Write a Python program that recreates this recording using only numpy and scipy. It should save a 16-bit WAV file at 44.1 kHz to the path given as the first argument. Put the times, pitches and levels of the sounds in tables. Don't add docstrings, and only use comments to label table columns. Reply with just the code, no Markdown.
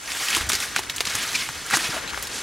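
import sys
import numpy as np
from scipy import signal
from scipy.fft import rfft, irfft
from scipy.io import wavfile
from scipy.ndimage import uniform_filter1d

SR = 44100
rng = np.random.default_rng(int(sys.argv[2]) if len(sys.argv) > 2 else 0)


def wav_record(signal):
    frames = np.transpose(np.atleast_2d(signal))
    bounded = np.clip(frames, -1, 1)
    quanta = np.round(bounded * 32767).astype(np.int16)
    wavfile.write(sys.argv[1], SR, quanta)


def gain_from_db(level_db):
    decades = np.asarray(level_db, float) / 20
    return 10 ** decades


N = 107118

# (frequency [Hz], level per Hz [dB])
LEAF = [(120, -50), (200, -1.5), (289, -1), (432, -13.5), (1300, -4.5), (1450, -1.5), (6170, -6),
        (10700, -12), (16000, -26)]


def evened(x):
    return x / np.sqrt(np.mean(x ** 2) + 1e-20)


def read(points, hz):
    f, value = np.transpose(points)
    return np.interp(np.log(hz + 1), np.log(f + 1), value, right=value[-1] - 12)


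def colour(x, points, scale=1):
    gain = gain_from_db(scale * read(points, np.fft.rfftfreq(len(x), 1 / SR)))
    return irfft(rfft(x) * gain, len(x))


def add(mix, s, sound):
    part = mix[max(round(s * SR), 0):][:len(sound)]
    part += sound[:len(part)]


def ring(x, hz, q):
    return signal.lfilter(*signal.iirpeak(min(hz, SR / 2.5), q, SR), x)


def ring_twice(x, hz, q):
    return ring(ring(x, hz, q), hz, q)


def wander(shape, size):
    x = rng.standard_normal(shape)
    for axis, count in enumerate(size):
        for _ in range(2):
            x = uniform_filter1d(x, count, axis=axis)
    return evened(x)


def air():
    # (frequency [Hz], level per Hz [dB])
    rumble_colour = [(12, -41), (20, -17), (59, 2), (183, -6), (215, -15.5), (277, -4.5), (524, -20.5),
                     (900, -18), (1170, -118), (1980, -120)]
    rumble_db, lump_db = -48.5, 1
    start_db, settle_s = -8, 0.2
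    hum_hz, hum_db = 49.6, -61
    t = np.arange(N) / SR
    lumps = lump_db * wander((N,), size=(1500,)) + start_db / (1 + (t / settle_s) ** 4)
    cycles = hum_hz * np.cumsum(1 + 0.076 * wander((N,), size=(3000,))) / SR
    drone = gain_from_db(hum_db) * np.sin(2 * np.pi * cycles)
    rumble = evened(colour(rng.standard_normal(N), rumble_colour + [(2500, -60)]))
    return gain_from_db(rumble_db + lumps) * rumble + drone


def garden_hiss(db):
    # (frequency [Hz], level per Hz [dB])
    hiss_colour = [(30, -13), (250, -0.5), (900, 7), (2000, 10.5), (3500, -28), (5700, 8), (9000, 4.5),
                   (16000, -12.5)]
    return gain_from_db(db) * evened(colour(rng.standard_normal(N), hiss_colour))


def grains(spread_db):
    grains_per_s, grain_cycles, hiss_db = 3300, 6.4, 2
    sizes = gain_from_db(spread_db * np.minimum(rng.exponential(1, N), 5))
    sizes = sizes * (rng.random(N) < grains_per_s / SR)
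    kind = rng.integers(0, 24, N)
    t, out = np.arange(400) / SR, np.zeros(N)
    for k, hz in enumerate(np.geomspace(500, 15000, num=24)):
        click = np.sin(2 * np.pi * hz * t) * hz * t * np.exp(-hz * t / grain_cycles * 2)
        click = click * np.sqrt(hz) / np.linalg.norm(click)
        out += signal.oaconvolve(sizes * (kind == k), click)[:N]
    level = uniform_filter1d(abs(rfft(out)) ** 2, size=800) ** .5
    flat = evened(irfft(rfft(out) / (level + 1e-9), N))
    return flat + gain_from_db(hiss_db) * rng.standard_normal(N)


def rustle():
    # (time [s], rustle level [dB], brightness [-1 to 1])
    effort = [(0, -44.5, -0.035), (.1, -35, -0.038), (.27, -30, 0.17), (.42, -31, -0.18),
              (.475, -38, -0.76), (.62, -33.5, 0.25), (.73, -38, -0.42), (.88, -41, -0.5),
              (1.03, -40, -0.26), (1.1, -32, -0.09), (1.28, -32.5, 0.019), (1.44, -35.5, 0.25),
              (1.5, -38, -0.091), (1.65, -39, -0.3), (1.832, -31.5, -0.13), (2.0, -35.5, -0.63),
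              (2.13, -41.5, -0.88), (2.43, -37.5, -0.41)]
    tilt_db, pivot_hz = 4, 3000
    patch_db, flicker_db = 0.5, 1
    hz, t, z = signal.stft(grains(spread_db=2.5), SR, nperseg=256, noverlap=192)
    s, db, bright = np.transpose(effort)
    tilt = tilt_db * np.log2((hz[:, None] + 200) / pivot_hz) * np.interp(t, s, bright)
    patches = patch_db * wander(z.shape, size=(6, 14))
    flicker = flicker_db * wander((1, len(t)), size=(1, 8))
    shape = read(LEAF, hz)[:, None] + tilt
    shape = shape - 10 * np.log10(np.mean(gain_from_db(2 * shape), axis=0))
    gain = gain_from_db(shape + patches + flicker + np.interp(t, s, db))
    return signal.istft(z * gain, SR, nperseg=256, noverlap=192)[1][:N]


def husk_grains():
    return colour(grains(spread_db=3.8), LEAF)


def scrapes():
    # (centre [s], length [s], level [dB], husk ring [Hz])
    slides = [(0.306, 0.035, -35, 2240), (0.335, 0.037, -28.5, 2480), (0.408, 0.013, -39, 3000),
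              (.497, 0.011, -35.5, 5940), (.535, 0.029, -31, 2390), (0.556, 0.033, -36.5, 5370),
              (0.632, 0.032, -34.5, 1800), (0.777, 0.052, -34, 3000), (1.074, 0.0098, -28, 5000),
              (1.104, 0.024, -35, 6300), (1.143, .02, -42, 2500), (1.206, 0.06, -35, 2540),
              (1.356, 0.02, -27.5, 4370), (1.407, 0.065, -33, 3940), (1.49, 0.019, -49, 1100),
              (1.726, 0.017, -28.5, 2900), (1.738, 0.02, -33, 745), (1.741, .025, -22.5, 1290),
              (1.755, 0.036, -25.5, 6540), (1.855, 0.043, -34, 3120), (1.972, 0.04, -34.5, 790),
              (1.943, 0.017, -32.5, 600), (2.103, 0.026, -39, 3500), (2.14, 0.021, -42, 1130),
              (2.246, 0.037, -41.5, 12200), (2.197, 0.13, -43, 12800), (1.893, 0.2, -51, 13000),
              (1.713, 0.0083, -33, 1490), (2.368, 0.11, -37, 7200)]
    ring_q, wide_db = 0.7, 0
    stream, out = husk_grains(), np.zeros(N)
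    for s, length, db, hz in slides:
        x = stream[int(s * SR * .9):][:int(2 * length * SR)]
        rub = evened(ring_twice(x, hz, ring_q)) + gain_from_db(wide_db) * evened(x)
        add(out, s - length, gain_from_db(db) * np.hanning(len(x)) * rub)
    return out


def squeaks():
    # (centre [s], length [s], level [dB], pitch [Hz])
    rubs = [(0.313, .008, -25, 2320), (0.33, .012, -28, 2400), (.352, .01, -32, 2950),
            (1.355, 0.017, -23, 2400), (1.356, 0.0097, -27, 4280), (1.357, .01, -30, 5800),
            (1.421, 0.075, -34.5, 2160), (1.592, 0.021, -38, 4380), (1.754, 0.0082, -19, 1500),
            (1.762, .016, -26.5, 6600), (2.089, 0.028, -37, 3980), (2.093, .02, -46, 6800)]
    stream, out = husk_grains(), np.zeros(N)
    for s, length, db, hz in rubs:
        x = stream[int(s * SR * .8):][:int(2 * length * SR)]
        add(out, s - length, gain_from_db(db) * np.hanning(len(x)) * evened(ring_twice(x, hz, q=7.2)))
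    return out


def thumps():
    # (time [s], level [dB], pitch [Hz], time to fade by 60 dB [s])
    knocks = [(0.368, -31, 347, 0.091), (0.408, -13, 66.3, 0.038), (0.436, -21, 69.4, 0.11),
              (0.471, -24, 94, .1), (0.498, -29, 275, 0.037), (0.531, -26.5, 388, 0.057),
              (0.546, -22.5, 71, 0.048), (.762, -31, 158, 0.055), (0.789, -23, 374, 0.035),
              (1.006, -16.5, 440, 0.012), (1.149, -22.5, 107, 0.046), (1.151, -27, 262, 0.025),
              (1.494, -28, 131, 0.054), (1.737, -27.5, 137, 0.078), (1.768, -23, 327, 0.059),
              (1.891, -18, 154, 0.027), (1.965, -21, 653, 0.056), (2.122, -37.5, 64, 0.52),
              (2.175, -25, 593, 0.013)]
    t, out = np.arange(SR // 3) / SR, np.zeros(N)
    for s, db, hz, t60 in knocks:
        swell = 1 - np.exp(-t * hz * 2)
        tone = np.sin(2 * np.pi * hz * t * (1 - .5 * t))
        add(out, s, gain_from_db(db - 60 * t / t60) * swell * tone)
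    return out


def snaps():
    # (time [s], peak level [dB], ring [Hz], tick level over the ring [dB])
    big_snaps = [(.1187, -5.5, 2160, -6), (.2848, 0.5, 2700, -14), (.3025, 0, 5250, -23),
                 (.3495, 2, 2880, -3), (.363, -2, 3400, -21), (.368, 0, 1040, -1), (.383, -6, 2860, -0.5),
                 (.4945, -9, 6200, 8.5), (.4995, -2.5, 1510, -2), (.5186, 1.5, 3500, -7),
                 (.5325, 1, 5700, -13), (.5525, 2, 5250, -28), (.6025, -6, 3120, 0.5),
                 (.7625, 3, 1720, -2.5), (.7655, -5.5, 1390, -18), (.7915, -8, 950, 5.5),
                 (.8975, -0.5, 3500, -34), (.9625, -5.5, 7400, -3), (.982, -4.5, 3400, -16),
                 (1.006, -1, 2320, -2.5), (1.053, -3, 3570, -8), (1.153, -8.5, 2430, 9.5),
                 (1.352, -7, 2460, -1), (1.7405, -0.5, 845, -10), (1.7705, -1, 1200, -1.5),
                 (1.7905, -7, 2400, -7)]
    # (time [s], peak level [dB],
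    # ring [Hz], tick level over the ring [dB])
    small_snaps = [(0.7741, -27, 2420, -14), (0.7855, -8, 4500, -7), (0.8357, -13, 1490, -3),
                   (1.074, -17, 6600, -12), (1.489, -9, 1120, -12), (1.7096, -5, 1400, -1),
                   (1.748, -4.5, 1470, -9), (2.0769, -6.5, 2020, -30), (2.103, -14.5, 3760, -23),
                   (2.133, -12, 1700, -24), (2.1447, -9, 2000, -31), (2.175, -6, 1270, -25),
                   (2.225, -11, 6000, -8), (2.271, -8, 5200, -10),
                   (0.17, -7.5, 2420, -4), (.2855, -3, 5200, -21), (.3635, -2, 7140, -17),
                (.377, -4, 4300, -15), (0.4102, -13, 1830, 3), (0.49, -5.5, 6500, -5),
                (.4935, -5, 6000, -3), (0.496, -3, 3200, -12), (0.5023, -4, 4000, -10),
                (.513, -11, 6300, -12), (0.53, -12, 6500, -10), (.5342, -4, 2280, -22),
                (.536, -16, 6800, -12), (.542, -4, 5400, -15), (.549, -8, 2200, -15),
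                (1.0059, 2, 3430, -17), (1.0077, -3.5, 1250, -20), (0.8997, -5, 2980, -13),
                (1.1509, -9, 1340, 2), (0.467, -14, 5500, -8), (1.0098, -9, 2600, -15),
                (1.0661, -7, 1800, -15), (1.0785, -12, 3500, -8), (1.086, -10, 2500, -10),
                (1.5415, -18, 2080, -17), (1.6642, -10.5, 6500, -23), (1.702, -7, 1900, -1.5),
                (1.7413, -12, 1290, -20), (1.7565, -6, 7000, -9), (1.7706, -2, 6400, -17),
                (.631, -12, 8000, -10), (.757, -21, 5040, -8), (1.1, -15, 8000, -10),
                (2.094, -12.5, 2800, -18), (2.134, -14.5, 980, -25), (2.178, -14.5, 1610, -25),
                (2.2265, -5, 12500, -23), (.792, -12, 2980, 0), (1.489, -9, 2340, -8)]
    snap_db, top_hz = -10.5, 16400
    tick_hz, tick_rise_s, tick_t60_s = 7330, 0.00029, 0.0046
    ring_q, ring_t60_s, first_break = 1.5, 0.0034, 1.33
    second_ring, second_db = 1.96, -18.5
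    after_db, after_t60_s = -13.5, 0.058
    t, out = np.arange(2000) / SR, np.zeros(N)
    for s, db, hz, tick_db in big_snaps + small_snaps:
        a, b, c = rng.standard_normal((3, len(t)))
        burst = a * np.minimum(t / tick_rise_s, 1) * gain_from_db(-60 * t / tick_t60_s)
        tick = ring_twice(burst, tick_hz, q=1.4)
        breaks = (t == 0) * first_break + b ** 3 * gain_from_db(-60 * t / ring_t60_s) / 2
        body = ring_twice(breaks, hz, ring_q)
        body = body + gain_from_db(second_db) * ring_twice(breaks, hz * second_ring, ring_q)
        bright_hiss = evened(colour(ring(c, tick_hz, 1), LEAF, scale=.5))
        hiss = evened(ring(c, hz, 1)) + gain_from_db(tick_db) * bright_hiss
        sound = body / abs(body).max() + gain_from_db(tick_db) * tick / abs(tick).max()
        sound = sound + gain_from_db(after_db - 60 * t / after_t60_s) * hiss
        add(out, s, gain_from_db(db + snap_db) * sound)
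    return signal.lfilter(*signal.butter(1, top_hz, fs=SR), out)


def scattered(cracks):
    scatter_db, scatter_hz = -9.5, 4500
    echoes = rng.standard_normal(300) * gain_from_db(-60 * np.arange(300) / 300)
    treble = signal.lfilter(*signal.butter(2, scatter_hz, "high", fs=SR), cracks)
    return gain_from_db(scatter_db) * signal.oaconvolve(treble, echoes / np.linalg.norm(echoes))[:N]


def swing_left(mid):
    centre_s, width_s, swing_db, top_hz = 2.095, 0.15, -8, 3500
    swing = gain_from_db(swing_db) * np.exp(-((np.arange(N) / SR - centre_s) / width_s) ** 2)
    return swing * signal.lfilter(*signal.butter(2, top_hz, fs=SR), mid)


def scene():
    # (frequency [Hz], difference [dB])
    lean = [(60, .5), (150, .9), (300, 3.), (700, 1.2), (1500, .5), (3000, .05), (17000, .05)]
    cracks = snaps()
    mid = air() + garden_hiss(-52.5) + rustle() + scrapes() + squeaks() + thumps() + cracks
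    side = garden_hiss(-43.5) + scattered(cracks) + swing_left(mid)
    return np.array([colour(mid, lean, scale=.5) + side, colour(mid, lean, scale=-.5) - side])


def top_cut(x):
    return signal.sosfilt(signal.butter(12, 16990, fs=SR, output="sos"), x)


def record(dry):
    edge_hz, fold_db, fold_chance_db = 15950, -11.5, 3
    lowpass = signal.firwin(301, edge_hz, window=("kaiser", 8), fs=SR)
    limited = signal.oaconvolve(dry, lowpass[None], "same")
    pair = np.array([limited.sum(0), limited[0] - limited[1]]) / 2
    mid, side = signal.stft(pair, nperseg=2048, noverlap=1024)[2]
    power = uniform_filter1d(abs(np.array([mid, side])) ** 2, size=40, axis=1)
    power = uniform_filter1d(power, size=2, axis=2)
    margin_db = 10 * np.log10(abs(power[1] / (power[0] + 1e-20)) + 1e-20) - fold_db
    margin_db = margin_db + fold_chance_db * wander(mid.shape, size=(20, 2))
    kept = 1 / (1 + gain_from_db(np.clip(-20 * margin_db, -200, 200)))
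    kept[:40] = 1
    side = signal.istft(side * kept, nperseg=2048, noverlap=1024)[1][:N]
    return top_cut(limited.mean(0) + np.array([side, -side]))


dry = scene()
out = record(dry)
wav_record(out)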